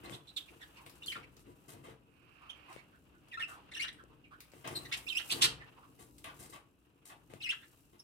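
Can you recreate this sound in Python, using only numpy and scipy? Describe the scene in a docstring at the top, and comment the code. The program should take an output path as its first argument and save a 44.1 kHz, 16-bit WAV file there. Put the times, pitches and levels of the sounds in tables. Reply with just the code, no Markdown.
"""A budgerigar digs for seed in a metal bowl hung on the wire of a small, hard-walled aviary.
From the start its beak stirs seed, cracks husks and bumps the bowl; other budgerigars chirp in short
whistled glides, with a few dull knocks close by and a faint outdoor rumble throughout. At 2 s something
brushes past on the right. Warbling follows from 3.3 s; around 5 s the digging peaks and three forced
squawks break into a rasp. The feeding goes on, with a last warble at 7.4 s."""
import sys
import numpy as np
from scipy import signal
from scipy.fft import rfft, irfft
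from scipy.io import wavfile

SR = 44100
rng = np.random.default_rng(int(sys.argv[2]) if len(sys.argv) > 2 else 0)


def unload_audio(sound):
    """Save the sound as a 16-bit wav file, at the path given as the first command line argument."""
    columns = np.transpose(np.atleast_2d(sound))
    # keep every value between -1 and 1, then stretch to whole-number steps
    steps = np.round(np.clip(columns, -1, 1) * 32767)
    wavfile.write(sys.argv[1], SR, steps.astype(np.int16))


N = 354343
TIME_S = np.arange(N) / SR
CUTOFF_HZ = 15900

# Drives outdoor rumble and bowl hum. Each row: time in seconds, relative level in dB.
LOW_LEVEL_CURVE = [(0.0, -61), (0.24, -68.5), (1.32, -64.5), (2.39, -69.5), (3.96, -64), (4.58, -69.5),
                   (4.79, -60.5), (5.16, -66.5), (5.46, -57), (5.77, -67), (6.35, -64.5), (6.84, -73),
                   (7.2, -67), (8.03, -71.5)]


def digging(thud_db=-1, ring_db=-6, scrape_db=-1):
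    """Seeds tumble against each other and the metal; returns the bowl's shudder and the rustle."""
    # Each row: start in seconds, length in seconds, relative thud, scrape and husk levels in dB.
    digs = [(0.034, 0.06, -55, -52.5, -65), (0.099, 0.056, -51, -56, -60), (0.494, 0.064, -64.5, -71, -79),
            (0.859, 0.017, -57, -60.5, -70), (0.95, 0.012, -78, -90, -65),
            (1.069, 0.063, -62.5, -69, -56.5), (1.153, 0.053, -56.5, -58.5, -73.5),
            (1.388, 0.025, -78, -83, -69), (1.46, 0.062, -58, -71.5, -78), (1.679, 0.056, -62, -59.5, -58),
            (1.732, .08, -57, -71, -95), (1.835, 0.082, -55, -58, -69.5), (2.682, 0.1, -66.5, -61.5, -70.5),
            (3.476, 0.062, -83, -60, -61.5), (4.534, 0.085, -61.5, -68, -71), (4.64, 0.04, -52, -45, -75),
            (4.669, 0.018, -51, -50.5, -69), (4.704, 0.087, -51, -56, -62), (4.803, 0.085, -59.5, -63, -77),
            (4.964, 0.012, -57, -51, -45), (5.314, 0.17, -48.5, -53, -56),
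            (5.987, 0.038, -60.5, -61.5, -59), (6.179, 0.011, -83, -67, -59),
            (6.239, 0.062, -59.5, -49.5, -80), (6.386, 0.077, -60.5, -63, -57.5),
            (6.491, 0.021, -62, -82, -58), (6.521, 0.043, -65, -52.5, -62.5),
            (7.05, 0.047, -87, -66, -58.5), (7.093, 0.037, -76, -54, -76), (7.295, 0.07, -58, -61.5, -73),
            (7.926, 0.038, -66.5, -69, -101)]
    # Spectra of bowl thud, seed scrape and husk rustle. Each row: frequency in Hz, density in dB.
    thud_spectrum = [(40, -11), (70, 0), (130, 3.5), (200, 0.5), (320, -0.5), (480, -2.5), (800, -19.5),
                     (1600, -34)]
    scrape_spectrum = [(300, -15), (650, 2), (1100, 2), (1900, -3.5), (3000, -4.5), (4500, -15.5),
                       (7000, -26.5)]
    husk_spectrum = [(1500, -10.5), (3000, -8.5), (4500, -4), (7000, -4.5), (9300, 1.5), (10800, -3.5),
                     (12500, -3), (15500, -14)]
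    thud, scrape, husk = np.zeros((3, N))
    for start_s, length_s, *levels_db in digs:
        force = beak_stroke(length_s)
        for envelope, level_db in zip((thud, scrape, husk), levels_db):
            add(envelope, start_s, force * from_db(level_db))
    bumps = thud * grains(per_s=900, spread_db=2.8)
    shudder = from_db(thud_db) * colour(bumps, thud_spectrum) + from_db(ring_db) * bowl_ring(bumps)
    rustle = from_db(scrape_db) * colour(scrape * grains(per_s=2500, spread_db=3), scrape_spectrum)
    rustle += colour(husk * grains(per_s=2000, spread_db=4.4), husk_spectrum)
    return shudder, rustle


def beak_stroke(length_s, rise_s=0.005, settle_s=0.014):
    """Force of one dig: quick in, easing off, then the seed settles."""
    t = TIME_S[:int(length_s * SR) + SR // 5]
    easing = from_db(2.5 - 5 * t / length_s)
    return np.minimum(t / rise_s, 1) * easing * np.exp(-np.maximum(t - length_s, 0) / settle_s)


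def bowl_ring(force):
    """The bowl and its wire hanger ring in their modes."""
    # Each row: frequency in Hz, gain in dB, T60 in seconds.
    modes = [(123.4, -2.5, 0.88), (145.8, -8.5, 0.49), (297.5, -6, 0.37), (348.7, -1.5, 0.062),
             (445.6, -6.5, 0.1), (980, -13.5, 0.63), (1200, -18, .25)]
    return sum(from_db(db) * resonator(force, hz, t60_s) for hz, db, t60_s in modes)


def bowl_hum(gain_db=-8):
    """The bird's shifting weight keeps the bowl faintly ringing."""
    return bowl_ring(curve_gain(LOW_LEVEL_CURVE, gain_db) * grains(per_s=120, spread_db=5.9))


def nibbling(gain_db=3):
    """Tiny bright beak contacts between the digs."""
    # Each row: time in seconds, relative level in dB.
    activity = [(0.0, -76), (0.11, -86), (0.4, -76), (1.03, -75), (1.19, -83), (1.45, -82), (1.81, -78),
                (1.99, -89), (2.46, -83.5), (3.49, -84), (4.29, -87.5), (4.45, -81), (4.58, -74),
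                (4.85, -66.5), (5.01, -69.5), (5.34, -56), (5.57, -85.5), (5.79, -80.5), (6.42, -71.5),
                (6.62, -86.5), (6.93, -88.5), (7.65, -73.5), (8.03, -82)]
    # Each row: frequency in Hz, density in dB.
    spectrum = [(2500, -15.5), (4000, -2), (7000, -2.5), (9700, 1.5), (12000, 1), (15500, -3)]
    return curve_gain(activity, gain_db) * colour(grains(per_s=710, spread_db=2.9), spectrum)


def husk_cracks():
    """Single husks snap in the beak and echo off the walls."""
    # Each row: start in seconds, relative level in dB.
    events = [(0.037, -49), (0.3745, -35), (0.8635, -39.5), (0.8966, -38.5), (1.061, -32.5),
              (1.3673, -45.5), (1.5844, -66), (2.7284, -39.5), (3.2846, -51), (3.929, -46.5),
              (4.4051, -35.5), (4.518, -45.5), (4.6754, -29), (5.2554, -45.5), (6.182, -47.5), (6.243, -33),
              (7.338, -45.5)]
    # Each row: frequency in Hz, density in dB.
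    spectrum = [(200, -14.5), (900, -6.5), (2500, 5.5), (4500, 1.5), (7000, -3), (9500, -0.5),
                (15500, -5.5)]
    cracks = snaps(events, spectrum, gain_db=6, decay_s=0.0003)
    direct = place(cracks, pan_db=0, lead_ms=0.368)
    return direct + reflections(cracks, wet_db=2, early_db=1.5, pan_db=3, early_s=0.0043)


def feeding_bird():
    """Bowl, seed and husks, heard directly and off the walls."""
    shudder, rustle = digging()
    shudder += bowl_hum()
    bowl = from_db(-2.3) * place(shudder, pan_db=3.5, lead_ms=0.51)
    bowl += reflections(shudder, wet_db=-10.5, early_db=-9.5, pan_db=2, early_s=0.0081)
    rustle += nibbling()
    seed = from_db(-7.5) * place(rustle, pan_db=5, lead_ms=0.347)
    seed += reflections(rustle, wet_db=-4, early_db=-0.5, pan_db=1.7, early_s=0.0045)
    return bowl + seed + husk_cracks()


def near_birds(direct_db=-4):
    """Each call comes from its perch and excites the aviary on that side."""
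    # Each row: start in seconds, length in seconds, first and last pitch in Hz,
    # relative level in dB, roughness from 0 to 1.
    syllables = [ (0.053, 0.011, 4430, 3700, -53.5, .2), (0.122, 0.039, 3370, 3590, -48, 0.45),
                 (0.27, 0.039, 3820, 4120, -54.5, 0.34), (0.363, 0.022, 4040, 3260, -34, 0.29),
                 (0.478, 0.021, 2800, 2614, -56, 0.42), (0.607, 0.035, 1944, 1640, -50, 0.18),
                 (0.757, 0.041, 2594, 2440, -55.5, 0.4), (1.02, 0.012, 2760, 2980, -44, 0.1),
                 (1.027, 0.027, 3630, 3600, -51, 0.25), (1.062, 0.013, 4670, 4140, -45.5, 0.1),
                 (1.079, 0.01, 3140, 3230, -33, 0.07), (1.099, 0.011, 3080, 3026, -35.5, 0.05),
                 (1.116, 0.016, 2610, 2175, -38.5, 0.35), (1.145, 0.028, 1757, 1396, -42, 0.26),
                 (1.226, 0.024, 2484, 2240, -54.5, 0.36), (2.493, 0.021, 3194, 3035, -43.5, .15),
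                 (2.762, 0.051, 2004, 2310, -59, 0.32), (3.313, 0.028, 2780, 2430, -49.5, 0.2),
                 (3.326, 0.032, 2010, 1740, -43, 0.08), (3.372, 0.019, 1315, 1450, -40.5, 0.02),
                 (3.393, 0.027, 1734, 2235, -38, 0.26), (3.412, 0.037, 2993, 2597, -35.5, 0.09),
                 (3.712, 0.019, 1870, 2600, -49, 0.3), (3.736, 0.0087, 3500, 3900, -45, 0.2),
                 (3.744, 0.015, 3000, 2780, -41.5, 0.2), (3.761, 0.0091, 1564, 2260, -39, 0.29),
                 (3.766, 0.019, 3190, 2830, -39, 0.16), (3.793, 0.027, 2226, 2427, -34, 0.17),
                 (3.82, 0.015, 2827, 3104, -29.5, 0.16), (3.835, 0.02, 1804, 1504, -37.5, 0.29),
                 (3.875, 0.019, 2210, 1746, -41, 0.28), (4.751, 0.029, 4190, 3980, -35.5, 0.2),
                 (4.85, .014, 2020, 1890, -45, .15), (5.066, 0.019, 2446, 3040, -41, 0),
                 (5.082, 0.014, 3330, 4010, -38, 0.25), (5.095, 0.017, 3400, 2960, -34.5, 0.07),
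                 (5.117, 0.021, 2810, 2500, -39, 0.09), (5.15, 0.02, 2545, 2626, -34, .05),
                 (5.168, .016, 2700, 3425, -27, .04), (5.185, .022, 2930, 1496, -42, 0.7),
                 (7.402, 0.021, 2606, 2850, -47, 0.2), (7.42, 0.0075, 3880, 4200, -41.5, 0.22),
                 (7.43, 0.021, 3210, 2796, -35, 0.13), (7.452, 0.019, 2610, 2535, -36.5, .08),
                 (7.468, 0.019, 1990, 2510, -40.5, 0.12), (7.488, 0.028, 2533, 3400, -29, 0.14),
                 (7.514, 0.023, 2384, 1302, -40, 0.27), (7.617, 0.034, 1713, 1720, -57, 0.33),
                 (7.993, .012, 5750, 5450, -52.5, 0.25)]
    # Each row: as above, with the held pitch in Hz in place of the last.
    squawks = [(4.912, 0.043, 951, 3200, -32.5, 0.7), (5.294, .044, 2204, 3750, -28.5, 0.67),
               (5.409, 0.056, 2997, 3600, -20, .9)]
    # Each row: valid from in seconds, left minus right in dB, left lead in ms, overtone gain in dB.
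    perches = [(0, -5.5, -0.49, -2.5), (.6, -3.5, 0.26, 3.5), (1, -1.5, 0.57, -1.5), (2.4, -8.5, .16, 0),
               (2.9, -1.5, 0.46, -5), (3.7, -1.5, 0.57, 5), (5.06, -7.5, 0.59, 0.5), (5.28, -2.2, 0.48, 8),
               (7.39, -0.5, -0.6, -0.5)]
    ears = np.zeros((2, N))
    for voice, calls in ((syllable, syllables), (squawk, squawks)):
        for start_s, *shape in calls:
            perch = sum(from_s <= start_s for from_s, *_ in perches[1:])
            _, pan_db, lead_ms, overtone_db = perches[perch]
            call = place(voice(*shape, overtone_db), pan_db, lead_ms)
            for ear, sound in zip(ears, call):
                add(ear, start_s, sound)
    walls = reflections(ears, wet_db=-9, early_db=-2.5, pan_db=1.5, early_s=0.0084)
    return from_db(direct_db) * ears + walls


def syllable(length_s, first_hz, last_hz, level_db, roughness, overtone_db):
    """One short glide, up or down, lingering at its low end."""
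    count = int(length_s * SR)
    height = np.linspace(0, 1, count) if last_hz > first_hz else np.linspace(1, 0, count)
    pitch_hz = min(first_hz, last_hz) + abs(last_hz - first_hz) * height ** 1.6
    envelope = from_db(level_db) * arch(count, power=0.53, skew=0.92)
    return envelope * syrinx(pitch_hz, roughness, overtone_db)


def squawk(length_s, first_hz, held_hz, level_db, roughness, overtone_db, leap_s=0.014):
    """A forced call leaps up to its pitch and roughens on the way."""
    climb = 1 - np.exp(-TIME_S[:int(length_s * SR)] / leap_s)
    pitch_hz = first_hz + (held_hz - first_hz) * climb
    envelope = from_db(level_db) * arch(len(climb), power=1.02, skew=1.04)
    return envelope * syrinx(pitch_hz, roughness * (0.3 + 0.7 * climb), overtone_db)


def syrinx(pitch_hz, roughness, overtone_db, tilt_db_per_octave=-15, forced_hz=3500):
    """A whistle that, when pushed, shakes in pitch and strength and breaks into a rasp; unit power."""
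    # Throat and beak response. Each row: frequency in Hz, gain in dB.
    throat = [(1000, -14.5), (1800, -9.5), (3200, 0.5), (4500, -6), (6500, -9), (8500, 0.5), (12000, -1),
              (16000, -13)]
    # Each row: frequency in Hz, density in dB.
    rasp_spectrum = [(500, -31), (1200, -6.5), (2200, -10), (3700, 1), (5000, -4.5), (7000, -14),
                     (9000, -9.5), (11000, -15), (16000, -25)]
    count = len(pitch_hz)
    jitter_hz = 700 * (roughness + 0.016)   # even a clear note quivers
    hz = pitch_hz + jitter_hz * flutter(380, count)
    phase = 2 * np.pi * np.cumsum(hz) / SR
    harmonic = np.arange(1, 8)[:, None]
    gains = from_db(at_hz(throat, harmonic * hz) + tilt_db_per_octave * np.log2(harmonic))
    gains *= harmonic * hz < CUTOFF_HZ
    # Overtones beam forward and come and go as the head turns.
    gains[1:] *= from_db(overtone_db + 4 * flutter(140, count, channels=len(harmonic) - 1))
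    tone = np.sum(gains * np.sin(harmonic * phase), axis=0)
    tone /= np.sqrt(np.sum(gains ** 2, axis=0) / 2 + 1e-12)
    rasp = from_db(-1) * colour(rng.standard_normal(count), rasp_spectrum)
    breakup = roughness ** 1.3 * np.minimum(pitch_hz / forced_hz, 1) ** 0.4   # high notes break most
    shimmer = from_db(9 * roughness / (1 + roughness) * flutter(600, count))
    pushes = from_db(2 * flutter(130, count))
    return rms_one((np.sqrt(1 - breakup ** 2) * tone + breakup * rasp) * shimmer * pushes)


def far_birds():
    """Soft chirps from the far end arrive largely by way of the walls."""
    # Each row: start in seconds, length in seconds, first and last pitch in Hz, relative level in dB.
    chirps = [(0.771, 0.066, 998, 980, -62), (2.405, 0.079, 1155, 1355, -60.5),
              (2.681, 0.049, 1088, 988, -54.5), (2.924, 0.044, 1440, 1500, -68),
              (3.136, .035, 1385, 1520, -71.5), (3.473, 0.087, 1480, 1261, -55.5),
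              (3.558, 0.045, 1056, 870, -60.5), (3.984, 0.032, 1600, 1266, -57.5),
              (4.095, 0.049, 1030, 980, -67.5), (4.237, 0.026, 2860, 2400, -62),
              (4.307, 0.048, 1265, 1510, -58), (5.6, 0.048, 1990, 1702, -57),
              (5.765, 0.044, 1050, 990, -61), (5.816, 0.053, 1200, 1096, -62)]
    voices = np.zeros(N)
    for start_s, *shape in chirps:
        add(voices, start_s, syllable(*shape, roughness=0.212, overtone_db=-14.5))
    direct = from_db(-1) * place(voices, pan_db=-6, lead_ms=-0.23)
    return direct + reflections(voices, wet_db=-5, early_db=-2, pan_db=-2, early_s=0.013)


def knocks():
    """Dull knocks right by the left microphone."""
    # Each row: start in seconds, relative level in dB.
    events = [(0.097, -34), (2.763, -45), (4.039, -46), (4.536, -52.5), (7.337, -37.5)]
    # Each row: frequency in Hz, density in dB.
    spectrum = [(100, 2), (300, -0.5), (550, 5), (1000, -22), (2200, -9.5), (5000, -30), (9000, -29)]
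    return place(snaps(events, spectrum, gain_db=15.5, decay_s=0.00013), pan_db=16.5, lead_ms=0.05)


def brush(start_s=2.0, length_s=0.87, gain_db=-66.5):
    """A slow swell of friction noise close to the right microphone."""
    # Each row: frequency in Hz, density in dB.
    spectrum = [(500, -8.5), (1250, 4.5), (2000, -5), (2700, 10), (3500, -15), (5000, -15.5), (7000, -33)]
    track, count = np.zeros(N), int(length_s * SR)
    friction = colour(rng.standard_normal(count), spectrum)
    add(track, start_s, from_db(gain_db) * arch(count, power=0.65, skew=1.67) * friction)
    return place(track, pan_db=-15.5, lead_ms=0.47)


def outdoor_rumble():
    """Faint low noise, slightly to the left."""
    # Each row: frequency in Hz, density in dB.
    spectrum = [(15, -51), (25, -16.5), (48, 2), (102, -4.5), (151, -3), (227, -7.5), (301, -1),
                (335, -8.5), (419, -11), (565, -17), (900, -26.5), (1170, -52), (1980, -120)]
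    return curve_gain(LOW_LEVEL_CURVE, 0.6) * diffuse(spectrum, side_db=-8.5) * from_db([[1.2], [-1.2]])


def distant_wash():
    """Wide midrange noise whose level flickers."""
    # Each row: time in seconds, relative level in dB.
    levels = [(0.0, -62.5), (0.18, -73), (0.74, -67), (2.19, -79), (2.57, -67), (3.04, -76), (3.71, -65.5),
              (4.27, -77.5), (4.65, -68), (4.81, -61.5), (5.07, -67.5), (5.46, -55), (6.02, -79.5),
              (6.26, -78), (6.44, -70.5), (6.73, -80), (7.42, -76), (8.03, -77.5)]
    # Each row: frequency in Hz, density in dB.
    spectrum = [(500, -2), (800, -1), (1250, 0.5), (2100, -8.5), (2750, 1), (3500, -10.5), (6000, -24.5)]
    flicker_db = 2.5 * flutter(25, N)
    return curve_gain(levels, flicker_db - 1) * diffuse(spectrum, side_db=-0.5)


def reflections(x, wet_db, early_db, pan_db, early_s, alike_below_hz=660):
    """Hard walls return close echoes and a dying tail, different at each ear above the bass."""
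    # Aviary decay. Each row: frequency in Hz, T60 in seconds.
    decay = [(200, 0.45), (1000, 0.31), (3000, 0.24), (8000, 0.22), (15000, 0.16)]
    t = TIME_S[:SR // 2]
    hz = np.fft.rfftfreq(len(t), 1 / SR)
    centres_hz = np.geomspace(200, 15000, 8)
    white = rfft(rng.standard_normal((2, len(t))))
    tail = response = 0
    for k, centre_hz in enumerate(centres_hz):
        band = np.interp(hz, centres_hz, np.arange(len(centres_hz)) == k)
        tail += irfft(white * band, len(t)) * from_db(-60 * t / at_hz(decay, centre_hz))
    early = rng.standard_normal((2, len(t))) * (rng.random((2, len(t))) < 0.15) * np.exp(-t / early_s)
    for part, level_db in ((tail * (t > 0.006), wet_db), (early * (t > 0.0007), early_db)):
        response += from_db(level_db) * part / np.linalg.norm(part, axis=1, keepdims=True)
    mid, side = response
    side = signal.lfilter(*signal.butter(2, alike_below_hz, "high", fs=SR), side)
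    response = np.array([mid + side, mid - side]) / np.sqrt(2)
    balance = from_db([[pan_db / 2], [-pan_db / 2]])
    return signal.oaconvolve(np.atleast_2d(x), response, axes=1)[:, :N] * balance


def place(x, pan_db, lead_ms):
    """Two spaced microphones; positive values make the left louder and earlier."""
    samples = np.arange(len(x))
    half_lead = lead_ms / 1000 * SR / 2
    return np.array([from_db(side * pan_db / 2) * np.interp(samples + side * half_lead, samples, x)
                     for side in (1, -1)])


def diffuse(spectrum, side_db):
    """Steady stereo noise from all around."""
    mid, side = (colour(noise, spectrum) for noise in rng.standard_normal((2, N)))
    return mid + from_db(side_db) * side * [[1], [-1]]


def snaps(events, spectrum, gain_db, decay_s):
    """Brief bursts of contact noise."""
    track, t = np.zeros(N), TIME_S[:SR // 100]
    for start_s, level_db in events:
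        burst = rng.standard_normal(len(t)) * np.exp(-t / decay_s)
        add(track, start_s, from_db(level_db + gain_db) * burst / np.linalg.norm(burst))
    return colour(track, spectrum)


def grains(per_s, spread_db):
    """Tiny contacts of uneven size at random moments; unit power."""
    sizes = from_db(spread_db * np.minimum(rng.exponential(1, N), 4)) * rng.choice([-1, 1], N)
    return rms_one(sizes * (rng.random(N) < per_s / SR))


def resonator(x, hz, t60_s):
    """One mode; white noise keeps its power."""
    radius, angle = from_db(-60 / (t60_s * SR)), 2 * np.pi * hz / SR
    gain = np.sqrt(2 * (1 - radius ** 2)) * np.sin(angle)
    return signal.lfilter([gain], [1, -2 * radius * np.cos(angle), radius ** 2], x + 1e-18)


def colour(x, spectrum, taps=4096):
    """Minimum-phase filter with 24 dB/octave skirts; white noise keeps its power."""
    hz = np.maximum(np.fft.rfftfreq(taps, 1 / SR), 1)
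    octaves_outside = np.abs(np.log2(hz / np.clip(hz, spectrum[0][0], spectrum[-1][0])))
    gain = rms_one(from_db(at_hz(spectrum, hz) - 24 * np.minimum(octaves_outside, 3)))
    cepstrum = irfft(np.log(gain))
    cepstrum[1:taps // 2] *= 2
    cepstrum[taps // 2 + 1:] = 0
    return signal.oaconvolve(x, irfft(np.exp(rfft(cepstrum))))[:len(x)]


def flutter(rate_hz, count, channels=1):
    """Random wobble up to the given rate; unit power."""
    run_in = int(2 * SR / rate_hz)
    noise = rng.standard_normal((channels, count + run_in))
    wobble = signal.lfilter(*signal.butter(2, rate_hz, fs=SR), noise)
    return rms_one(wobble[:, run_in:]).squeeze()


def arch(count, power, skew):
    """Swell and fade; a skew below 1 brings the top forward."""
    return np.abs(np.sin(np.pi * np.linspace(0, 1, count) ** skew)) ** power


def curve_gain(curve, offset_db):
    """Gain at every sample from a level curve."""
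    return from_db(np.interp(TIME_S, *np.transpose(curve)) + offset_db)


def at_hz(points, hz):
    """Interpolate on a log-frequency axis."""
    points = np.array(points)
    return np.interp(np.log(np.maximum(hz, 1)), np.log(points[:, 0]), points[:, 1])


def add(track, start_s, sound):
    """Mix a short sound into a track."""
    span = track[int(start_s * SR):][:len(sound)]
    span += sound[:len(span)]


def from_db(db):
    """Decibels to gain."""
    return 10 ** (np.asarray(db) / 20)


def rms_one(x):
    """Scale to unit power."""
    return x / np.sqrt(np.mean(x ** 2) + 1e-20)


def scene():
    """The feeding bird and the flock over the outdoor background."""
    return (feeding_bird() + knocks() + outdoor_rumble() + distant_wash()
            + near_birds() + far_birds() + brush())


def record(dry):
    """The microphone drops the deepest bass; the top is cut steeply."""
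    thin = signal.sosfilt(signal.butter(4, 42, "high", fs=SR, output="sos"), dry)
    return signal.sosfilt(signal.ellip(10, 0.1, 80, CUTOFF_HZ, fs=SR, output="sos"), thin)


dry = scene()
out = record(dry)
unload_audio(out)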